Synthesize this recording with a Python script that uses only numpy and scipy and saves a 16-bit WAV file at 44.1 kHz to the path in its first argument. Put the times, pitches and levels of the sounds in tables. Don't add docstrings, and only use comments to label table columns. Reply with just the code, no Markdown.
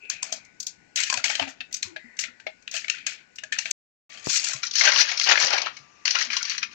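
import sys
import numpy as np
from scipy import signal
from scipy.io import wavfile
from scipy.ndimage import uniform_filter1d, minimum_filter1d

SR = 44100
rng = np.random.default_rng(int(sys.argv[2]) if len(sys.argv) > 2 else 0)


def int16_out(signal):
    q = np.round(np.clip(np.atleast_2d(signal).T, -1, 1) * 32767)
    wavfile.write(sys.argv[1], SR, q.astype(np.int16))


N = 297278

PAUSE = (3.718, 4.094)
LAID_S = 4.62


def amp(db):
    return 10 ** (np.asarray(db) / 20)


def read(points, hz):
    f, value = np.transpose(points)
    return np.interp(np.log(hz + 1), np.log(f + 1), value)


def add(mix, s, sound):
    part = mix[..., round(s * SR):][..., :sound.shape[-1]]
    part += sound[..., :part.shape[-1]]


def air():
    # frequency in Hz, relative level in dB.
    floor_curves = ([(18, -42), (30, -17), (245, -5), (900, -17), (1330, -18), (1500, -10), (1820, -12),
                     (2360, -7), (3380, -25.5), (4190, -19.5), (7440, -21.5), (9000, -47.5),
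                     (11700, -70.5)], [(18, -52), (30, -23.5), (239, -9), (932, -18.5), (1160, -10),
                     (1500, -13), (1780, -11), (2250, -12), (2600, -9), (3230, -22.5), (6600, -16.5),
                     (9000, -52), (11700, -79), (19800, -120)])
    # start in seconds, end in seconds, centre pitch in Hz, level in dB RMS before the output gain.
    hum_rows = [(0, 3.72, 1484, -67.5), (0, 4.2, 2410, -74.5), (4.09, 6.74, 1178, -63.5)]
    floor_db = -60.5, -56.5

    frames, hz, t = N // 256 + 5, np.fft.rfftfreq(1024, 1 / SR), np.arange(N) / SR
    out = np.zeros(N)
    for curve, db, on in zip(floor_curves, floor_db, (t < PAUSE[1], t >= PAUSE[1])):
        real, imag, patches = rng.standard_normal((frames, 513, 3)).T
        patches = uniform_filter1d(patches, 8, axis=0)
        patches = uniform_filter1d(patches, 12, axis=1)
        patch_db = 2.0 * patches / patches.std()
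        z = (real + 1j * imag) * amp(read(curve, hz)[:, None] + patch_db)
        noise = signal.istft(z, nperseg=1024, noverlap=768)[1][:N]
        out += on * amp(db) * noise / noise.std()
    for start, end, hum_hz, db in hum_rows:
        wander_hz = 300 * uniform_filter1d(rng.standard_normal(N), 2000)
        cycles = np.cumsum(hum_hz + wander_hz) / SR
        on = (t > start) & (t < end)
        out += np.sqrt(2) * amp(db) * on * np.sin(2 * np.pi * cycles)
    return out


def rub():
    # start in seconds, length in seconds, relative level in dB, first pitch in Hz, last pitch in Hz.
    rub_rows = [(0, 0.5, -45.5, 2560, 2247), (1.84, 0.1, -58, 1200, 910), (1.95, .51, -51, 2024, 1826),
                (2.9, 0.33, -47, 2465, 2364)]
    fade_db = 14.5

    out = np.zeros(N)
    for s, length, db, from_hz, to_hz in rub_rows:
        u = np.arange(0, length, 1 / SR) / length
        glide = np.exp(2j * np.pi * np.cumsum(from_hz + (to_hz - from_hz) * u) / SR)
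        noise = rng.standard_normal(len(u)) + 1j * rng.standard_normal(len(u))
        slow = signal.lfilter(*signal.butter(2, 150, fs=SR), noise)
        level = np.minimum(u / .1, 1) * amp(db - fade_db * u ** 2)
        add(out, max(s, 0), level * (glide * slow).real / slow.real.std())
    return out


def bumps():
    # start in seconds, relative level in dB, pitch in Hz, time to fall 60 dB in seconds.
    bump_rows = [(0.031, -50, 404, 0.13), (1.136, -39, 243, 0.11), (1.148, -52, 81.5, 0.13),
                 (1.17, -38, 115, 0.067), (1.412, -31, 276, 0.25), (1.413, -35, 90, 0.1),
                 (1.47, -37, 268, 0.2), (1.6, -47, 257, 0.11), (1.852, -41.5, 95, 0.11),
                 (1.849, -46, 216, 0.12), (1.87, -42.5, 361, 0.25), (1.909, -41, 331, 0.22),
                 (2.042, -40.5, 235, 0.12), (2.28, -48, 243.5, 0.14), (4.272, -32, 130, 0.042),
                 (4.547, -35, 132, 0.084), (5.439, -28, 150, 0.029), (5.798, -51.5, 138.8, 0.12),
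                 (6.27, -45, 245, 0.19)]
    tap_s, tap_db, tap_width_s = 4.271, -13.5, 0.00039

    out, t = np.zeros(N), np.arange(9000) / SR
    for s, db, hz, t60 in bump_rows:
        level = amp(db - 60 * t / t60) * (1 - np.exp(-t / 0.0055))
        add(out, s, level * np.sin(2 * np.pi * hz * t))
    u = t / tap_width_s
    add(out, tap_s, -amp(tap_db) * u * (2 - u) * np.exp(-u) * 2)
    return signal.lfilter(*signal.butter(2, 60, "high", fs=SR), out)


def ring(t, hz, t60, chance):
    second_hz = hz * (1 + 0.11 * (chance[0] - .5))
    pair = np.sin(2 * np.pi * hz * t) + 0.39 * np.sin(2 * np.pi * (second_hz * t + chance[1]))
    return amp(-60 * t / t60) * pair


def cracks():
    # start in seconds, relative level in dB, cup ring in Hz, knock in Hz, bright ring in Hz,
    # knock over level in dB, snap over level in dB, base time to fall 60 dB in seconds (clamped below).
    crack_rows = [(0.0503, -42.5, 2580, 479, 4150, -14.5, -35, 0.033),
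                  (0.0992, -28, 1520, 1080, 6550, -17, 9.5, 0.021),
                  (0.2284, -24, 2520, 1023, 7630, -14, 5, 0.018),
                  (0.3237, -29, 3200, 662, 6420, -4, 7, 0.04),
                  (0.4479, -55, 2290, 1070, 6160, -26, 5, 0.043),
                  (0.6015, -43, 2780, 842, 6570, -33, 16, 0.038),
                  (0.6274, -50, 2770, 820, 6330, -27, 17, 0.033),
                  (0.6669, -37.5, 3520, 888, 6030, -29, 15.5, 0.027),
                  (0.9584, -23.5, 3100, 630, 6450, -24, 5, 0.034),
                  (1.0011, -18, 2160, 1010, 7430, -27, -2, 0.038),
                  (1.0335, -17.5, 2960, 630, 4370, -32.5, -3, 0.035),
                  (1.0994, -14, 2580, 1058, 4550, -16, -6, 0.028),
                  (1.1258, -19, 1630, 1050, 4650, -3.5, -2.5, 0.025),
                  (1.1403, -13.5, 2450, 970, 7230, -15.5, -6.5, 0.022),
                  (1.1724, -19, 2600, 746, 4570, -18, -6, 0.029),
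                  (1.2411, -12, 2180, 913, 4430, -22, -4, 0.022),
                  (1.2984, -13.5, 2270, 843, 4650, -21.5, -10, 0.039),
                  (1.3523, -17.5, 3130, 580, 4170, -26, -8, 0.036),
                  (1.3957, -11, 3010, 692, 4720, -12.5, -24, 0.026),
                  (1.4232, -17, 2676, 900, 3860, -18.5, -29, 0.032),
                  (1.4755, -28, 2660, 774, 4440, -9.5, -16, 0.036),
                  (1.6053, -19.5, 2633, 733, 3880, -37, -27, 0.041),
                  (1.7095, -48, 1980, 664, 6400, -19, -9, 0.076),
                  (1.7264, -45.5, 3340, 767, 6300, -25, 16, 0.026),
                  (1.7414, -35.5, 2440, 1100, 6180, -41, 11, 0.041),
                  (1.7654, -35, 2190, 778, 6400, -38, 4.5, 0.034),
                  (1.8282, -18, 2330, 1090, 4080, -45, -1, 0.022),
                  (1.9614, -25.5, 1640, 622, 4930, -18, -43, 0.048),
                  (2.166, -46.5, 1600, 1090, 6100, -32, -2.5, 0.092),
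                  (2.1904, -19.5, 2830, 646, 6600, -42, -1.5, 0.018),
                  (2.2368, -21.5, 2090, 640, 4200, -32.5, -14, 0.044),
                  (2.3984, -38, 1576, 890, 4350, -27, -14, 0.044),
                  (2.4663, -20.5, 2214, 633, 4030, -11, -46, 0.039),
                  (2.6234, -57, 1480, 540, 6390, -12, 5, 0.033),
                  (2.6773, -17.5, 2790, 1050, 4400, -58, -20.5, 0.016),
                  (2.7134, -43.5, 2350, 550, 6200, -12, 14.5, 0.017),
                  (2.7397, -21.5, 2570, 658, 6230, -12.5, -9, 0.036),
                  (2.7641, -20.5, 3050, 627, 6500, -28, -6.5, 0.036),
                  (2.8444, -24, 2200, 640, 4300, -30, -30, 0.024),
                  (2.8818, -17, 2300, 620, 6440, -32, -18, 0.027),
                  (2.8983, -12, 2740, 611, 4380, -45, -6.5, 0.022),
                  (3.0654, -14.5, 2522, 644, 6470, -36, -6, 0.033),
                  (3.3574, -54, 1480, 830, 5850, -23, 12.5, 0.036),
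                  (3.3837, -27.5, 2850, 834, 3770, -49, -12.5, 0.04),
                  (3.4356, -25, 1670, 622, 6500, -15.5, -12, 0.031),
                  (3.5224, -16.5, 1777, 783, 4350, -38, -10.5, 0.041),
                  (3.5867, -14, 2710, 888, 6100, -34.5, -5.5, 0.029),
                  (3.6551, -18, 2363, 648, 5800, -26, -19, 0.036),
                  (3.71, -25, 2470, 1010, 7250, -32, 9, 0.021),
                  (4.0991, -46, 3394, 711, 5990, -14.5, -9.5, 0.037),
                  (4.1714, -39.5, 3150, 770, 4630, -19, -8, 0.067),
                  (4.2532, -41, 1740, 460, 4800, -15, -17, 0.033),
                  (4.2944, -29, 3440, 1090, 7170, -16, 0, 0.061),
                  (4.4174, -38, 2280, 993, 6960, -21, 1, 0.044),
                  (4.4404, -28.5, 2655, 960, 6970, -23.5, 7, 0.057),
                  (4.4862, -28, 1880, 826, 6460, -34, 10, 0.015),
                  (4.5324, -26.5, 1380, 1080, 7100, -14.5, 3.5, 0.038),
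                  (4.6314, -22.5, 2380, 1030, 5700, -25, -3.5, 0.038),
                  (4.6654, -35.5, 3130, 899, 6030, -22, 9, 0.055),
                  (4.7097, -34, 3450, 452, 5930, -25, 7, 0.039),
                  (4.7364, -32, 2680, 990, 5660, -36, 6.5, 0.029),
                  (4.7541, -20.5, 3010, 630, 6380, -28, 2.5, 0.029),
                  (4.81, -6, 2110, 1090, 5800, -38, -10, 0.033),
                  (4.8514, -9.5, 1980, 792, 6380, -21, -5.5, 0.05),
                  (4.8723, -9, 1576, 600, 4810, -19.5, -25, 0.098),
                  (4.9187, -11, 2120, 1100, 4040, -21, -7, 0.03),
                  (4.9596, -12.5, 2970, 1110, 4100, -15, -17, 0.03),
                  (5.1153, -16.5, 2230, 733, 5200, -24, -11, 0.042),
                  (5.1734, -28.5, 2300, 910, 5520, -30, 7, 0.041),
                  (5.1971, -15.5, 3220, 1150, 5150, -21, 0, 0.021),
                  (5.2126, -13, 2080, 674, 5300, -29, -7, 0.025),
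                  (5.2694, -23, 1620, 800, 5030, -19, -4, 0.036),
                  (5.2879, -12, 1860, 566, 4940, -15.5, -5, 0.052),
                  (5.3557, -9.5, 1730, 920, 5480, -23, -26, 0.026),
                  (5.3737, -8.5, 2104, 577, 4730, -19.5, -35, 0.035),
                  (5.3991, -19, 2300, 753, 5530, -16, -10, 0.033),
                  (5.4684, -23.5, 1930, 534, 5930, -9, 4.5, 0.036),
                  (5.5049, -19, 1610, 844, 5230, -8, -4, 0.028),
                  (5.5408, -18.5, 1810, 773, 5900, -5.5, -9, 0.037),
                  (5.5797, -16.5, 2265, 984, 5680, -21, -6.5, 0.046),
                  (5.6174, -25, 2230, 750, 4380, -17, 4.5, 0.032),
                  (5.6675, -16, 1310, 1120, 4200, -12, -26, 0.024),
                  (5.7674, -34, 2245, 848, 6220, -33, -7, 0.045),
                  (6.0536, -15.5, 2070, 1020, 4610, -28, -4.5, 0.032),
                  (6.0786, -13, 2710, 1070, 4170, -29, -5.5, 0.021),
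                  (6.1064, -23.5, 2940, 1050, 4720, -32, 8, 0.043),
                  (6.1534, -16, 2860, 1055, 4550, -16, -8.5, 0.032),
                  (6.1854, -20.5, 2910, 940, 4730, -23, -1, 0.042),
                  (6.2238, -24, 3050, 700, 5700, -35, 1.5, 0.033),
                  (6.3021, -16.5, 2370, 1100, 4320, -25, -20, 0.027),
                  (6.33, -20, 2160, 1120, 4470, -20.5, -7, 0.045),
                  (6.3659, -18, 2890, 1073, 4050, -16.5, 0, 0.038),
                  (6.4283, -29.5, 3130, 900, 6200, -16, 10, 0.02),
                  (6.4512, -26, 2230, 1130, 4680, -23, 1.5, 0.033),
                  (6.4961, -29.5, 2780, 1110, 6130, -33, 7, 0.033),
                  (6.5794, -23, 2030, 1100, 5880, -43, 0, 0.038),
                  (6.6273, -18.5, 2445, 880, 5000, -54, -7.5, 0.05)]
    fizz_db, fizz_per_snap = (-28, -42), 2

    drive, rings, t = np.zeros((4, N)), np.zeros(N), np.arange(4000) / SR
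    noises = rng.standard_normal((len(crack_rows), 4, 4000))
    chances = rng.random((len(crack_rows), 3, 2))
    for row, noise, chance in zip(crack_rows, noises, chances):
        s, db, cup_hz, knock_hz, bright_hz, knock_db, snap_db, t60 = row
        t60 = np.clip(t60, .01, .07)
        top_db = fizz_db[int(s > PAUSE[0])] + fizz_per_snap * snap_db
        size = amp(db + np.array([knock_db, 0, snap_db, top_db]))[:, None]
        tearing = amp(-60 * t / t60) * (1 - np.exp(-t / (0.053 * t60)))
        add(drive, s, amp([[-6], [-2], [5], [0.1]]) * size * tearing * noise)

        modes = zip((knock_hz, cup_hz, bright_hz), t60 * np.array([2.2, .9, .7]), chance)
        cups = [ring(t, *mode) for mode in modes]
        onset = np.sin(np.pi / 2 * np.minimum(t / (0.054 * t60), 1)) ** 2
        add(rings, s, (amp([[2.5], [.5], [2.5]]) * size[:3] * cups).sum(0) * onset)
    return drive, rings


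def strain():
    # start in seconds, swell in seconds, dying in seconds, relative level in dB,
    # hollow over level in dB, snap over level in dB.
    run_rows = [(0.102, 0.0033, 0.15, -36.5, -21, -4.5), (0.224, 0.0019, 0.21, -41, -8.5, 1),
                (0.322, 0.0019, .12, -45, -1, 11), (.6, .01, 0.11, -67, -25, 12),
                (0.666, .003, 0.13, -57.5, -22, 18), (.96, 0.015, 0.41, -30.5, -29, 0),
                (1.1, .004, .06, -40, -15, 0), (1.14, 0.039, 0.063, -32, -6.5, -2),
                (1.243, 0.0065, 0.3, -26.5, -14, -1), (1.397, 0.0037, 0.16, -32.5, -4.5, -12),
                (1.47, 0.022, 0.07, -48.5, -15.5, 5.5), (1.725, 0.0054, 0.14, -48, -35, 7),
                (1.824, 0.0016, 0.15, -44, -30, 4), (2.192, 0.0044, 0.11, -35, -26, 9),
                (2.236, 0.01, 0.077, -36.5, -29, -17), (2.716, 0.034, .2, -33.5, -32, 1),
                (2.88, .04, 0.22, -38, -43, -8.5), (3.067, 0.0058, 0.18, -34, -26, -2.5),
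                (3.526, 0.0028, 0.2, -32.5, -24, -11), (3.585, .004, 0.33, -40.5, -27, -1),
                (3.655, .01, .3, -44, -11, -4), (4.095, .004, 0.91, -48, -9.5, -2.5),
                (4.242, 0.088, 0.25, -32, -22, 10), (4.328, 0.051, 0.03, -29.5, -31, 9),
                (4.389, 0.081, 0.26, -33.5, -15.5, 4), (4.628, 0.0044, 0.085, -31, -28, 4),
                (4.73, .04, 0.67, -33, -26, 11.5), (4.802, 0.073, 0.13, -18, -10, -3),
                (4.931, 0.085, 0.032, -19.5, -13.5, 5.5), (5.02, 0.076, 0.19, -29, -14, -2.5),
                (5.16, 0.076, 0.17, -33, -25, 8.5), (5.262, 0.059, 0.055, -14, -10.5, -6),
                (5.332, .1, 0.17, -24, -9, 3), (5.498, 0.037, 0.18, -23, -5.5, -3),
                (5.64, 0.022, 0.081, -29.5, -10, -12), (5.72, 0.029, 0.21, -52.5, -9, 3),
                (6.053, 0.0024, 0.29, -29, -19, 2), (6.148, 0.0045, 0.083, -23.5, -16.5, -3),
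                (6.169, 0.041, 0.17, -29.5, -16.5, 2), (6.301, 0.012, 0.34, -31, -22, 0),
                (6.399, 0.12, 0.15, -32.5, -46, 0), (6.617, .016, 0.032, -28, -45, -10),
                (6.698, 0.032, 0.076, -46, -33, -2)]
    swell_db, dying_db = 14.5, 35.5
    band_speed = .8, 1, 1.3, 2
    dying_bend = 1.18
    fizz_db, fizz_per_snap = (-22, -31.5), 1.4

    power, t = np.zeros((4, N)), np.arange(SR // 2) / SR
    for s, swell, dying, db, hollow_db, snap_db in run_rows:
        swell, dying = max(swell, .001), max(dying, .01)
        rising = swell_db * (1 - t / swell)
        falling = dying_db * (abs(t - swell) / dying) ** dying_bend
        under_db = np.where(t < swell, rising, falling)
        run_fizz_db = fizz_db[int(s > PAUSE[0])] + fizz_per_snap * min(snap_db, 8.5)
        top_db = db + np.array([hollow_db, 0, snap_db, run_fizz_db])
        add(power, s, amp(top_db[:, None] - np.outer(band_speed, under_db)) ** 2)
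    return np.sqrt(power)


def crackle():
    hit = rng.exponential(1, N)
    size = amp(3.0 * np.minimum(hit, 3)) * (rng.random(N) < 450 / SR)
    share = amp(3.9 * rng.standard_normal((4, N)))
    decay = amp(-60 * np.arange(1200) / SR / 0.043)
    grain = 2.8 + signal.oaconvolve(size * share, decay[None], axes=1)[:, :N]
    grain /= np.sqrt(np.mean(grain ** 2, axis=1, keepdims=True))
    return uniform_filter1d(strain(), 100, axis=1) * grain * rng.standard_normal((4, N))


def chips():
    chips_per_s, ring_cycles, level_db = 160, 51, -5
    ranges_hz = (1400, 3200), (3900, 7000)

    out, t = np.zeros(N), np.arange(1500) / SR
    for level, (lo_hz, hi_hz) in zip(strain()[1:3], ranges_hz):
        hit = rng.exponential(1, N)
        size = amp(4.0 * np.minimum(hit, 3)) * (rng.random(N) < chips_per_s / SR)
        pick, pings = rng.integers(0, 12, N), np.zeros(N)
        for k, hz in enumerate(np.geomspace(lo_hz, hi_hz, 12)):
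            envelope = amp(-60 * t * hz / ring_cycles) * np.minimum(t * hz / 6, 1) ** 2
            ping = envelope * np.sin(2 * np.pi * hz * t)
            struck = signal.oaconvolve(size * level * (pick == k), ping)[:N]
            pings += struck / np.sqrt(np.mean(size ** 2) * (ping ** 2).sum())
        out += pings
    return amp(level_db) * out


def causal(gain_db):
    log_gain = np.maximum(gain_db, -100) * np.log(10) / 20
    whole = signal.hilbert(np.r_[log_gain, log_gain[-2:0:-1]])
    return np.fft.ifft(np.exp(np.conj(whole))).real[:2048]


def tray_bands(spectrum):
    # frequency in Hz, width in Hz, height in dB (added to a flat gain of 1).
    resonances = [(600, 50, -12), (1700, 310, -4), (2500, 220, -14.5), (4290, 970, -2), (6200, 130, -17.5)]

    hz = np.fft.rfftfreq(8192, 1 / SR)
    peaks = sum(amp(db) / (1 + (2 * (hz - f) / width) ** 2) for f, width, db in resonances)
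    whole_db = read(spectrum, hz) + 20 * np.log10(1 + peaks)
    edges = [150, 1200, 3500, 9500, 20000]
    taps = []
    for lo, hi in zip(edges, edges[1:]):
        skirt = (1 + (lo / (hz + 1)) ** 10) * (1 + (hz / hi) ** 10)
        taps.append(causal(whole_db - 10 * np.log10(skirt)))
    return [h / np.linalg.norm(h) for h in taps]


def through_tray(drive):
    # frequency in Hz, relative level in dB.
    tray_curves = ([(150, -49.5), (250, -17), (278, -24.5), (381, -34.5), (644, -12), (1020, -24),
                    (1230, -13.5), (2480, 0.5), (3650, -5.5), (6400, 5), (7630, -0.5), (9090, -26),
                    (15400, -31), (16500, -46.5)], [(120, -70), (200, -36.5), (375, -21.5), (513, -17.5),
                    (584, -11.5), (1030, -13.5), (1700, -7.5), (2860, -3.5), (3500, -9), (5980, -0.5),
                    (8650, -37.5), (13200, -44), (15300, -40), (16500, -68)])
    laid = np.arange(N) / SR > LAID_S
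    out = np.zeros(N)
    for on, curve in zip((~laid, laid), tray_curves):
        for band, taps in zip(drive, tray_bands(curve)):
            out += signal.oaconvolve(band * on, taps)[:N]
    return out


def tail():
    # frequency in Hz, time to fall 60 dB in seconds.
    room_decay = [(300, 0.095), (800, 0.083), (2100, 0.21), (5500, 0.16), (12000, 0.1)]
    taps = np.zeros(SR // 2)
    at = np.arange(300, SR // 2 - 20, 20)
    taps[at + rng.integers(0, 20, len(at))] = rng.choice([-1., 1.], len(at))
    hz, t, z = signal.stft(taps, SR, nperseg=128)
    fading = z * amp(-60 * t / read(room_decay, hz)[:, None])
    h = signal.istft(fading, SR, nperseg=128)[1]
    return h / np.linalg.norm(h)


def rear_port(front):
    # frequency in Hz, difference in dB.
    front_over_rear = [(60, 19), (110, -0.5), (200, 8), (380, 16.5), (700, 3), (1290, 14.5), (2380, 19.5),
                       (4400, 14), (8120, 11), (15000, -13)]
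    # frequency in Hz, share from 0 (all random phase) to 1 (same).
    likeness = [(100, 1), (500, 0.82), (1000, 0.2), (3000, .45), (10000, 0.05)]
    lead_before, lead_after = 49, 40

    before = np.arange(N) / SR < PAUSE[1]
    early = np.where(before, np.roll(front, -lead_before), np.roll(front, -lead_after))
    hz, _, z = signal.stft(early, SR, nperseg=256, noverlap=192)
    same = np.clip(read(likeness, hz), 0, 1)[:, None]
    random_phase = np.exp(2j * np.pi * rng.random(z.shape))
    z = z * (same + 2 * np.sqrt(1 - same ** 2) * random_phase)
    z = z * amp(-read(front_over_rear, hz))[:, None]
    return signal.istft(z, SR, nperseg=256, noverlap=192)[1][:N]


def scene():
    drive, rings = cracks()
    tray = rings + through_tray(drive + crackle())
    near = tray + chips() + bumps() + rub()
    echoes = amp(-12) * signal.oaconvolve(near, tail())[:N]
    front = near + echoes + air()
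    return amp(3.0) * np.array([front, rear_port(front)])


def record(dry):
    t = np.arange(N) / SR
    peak = -minimum_filter1d(-abs(dry).max(0), size=400)
    held = dry / uniform_filter1d(np.maximum(peak / .9, 1), size=300)
    on = uniform_filter1d(1. * ((t < PAUSE[0]) | (t > PAUSE[1])), 60)
    low_pass = signal.firwin(511, 16300, window=("kaiser", 9), fs=SR)
    return signal.oaconvolve(on * held, low_pass[None], "same")


dry = scene()
out = record(dry)
int16_out(out)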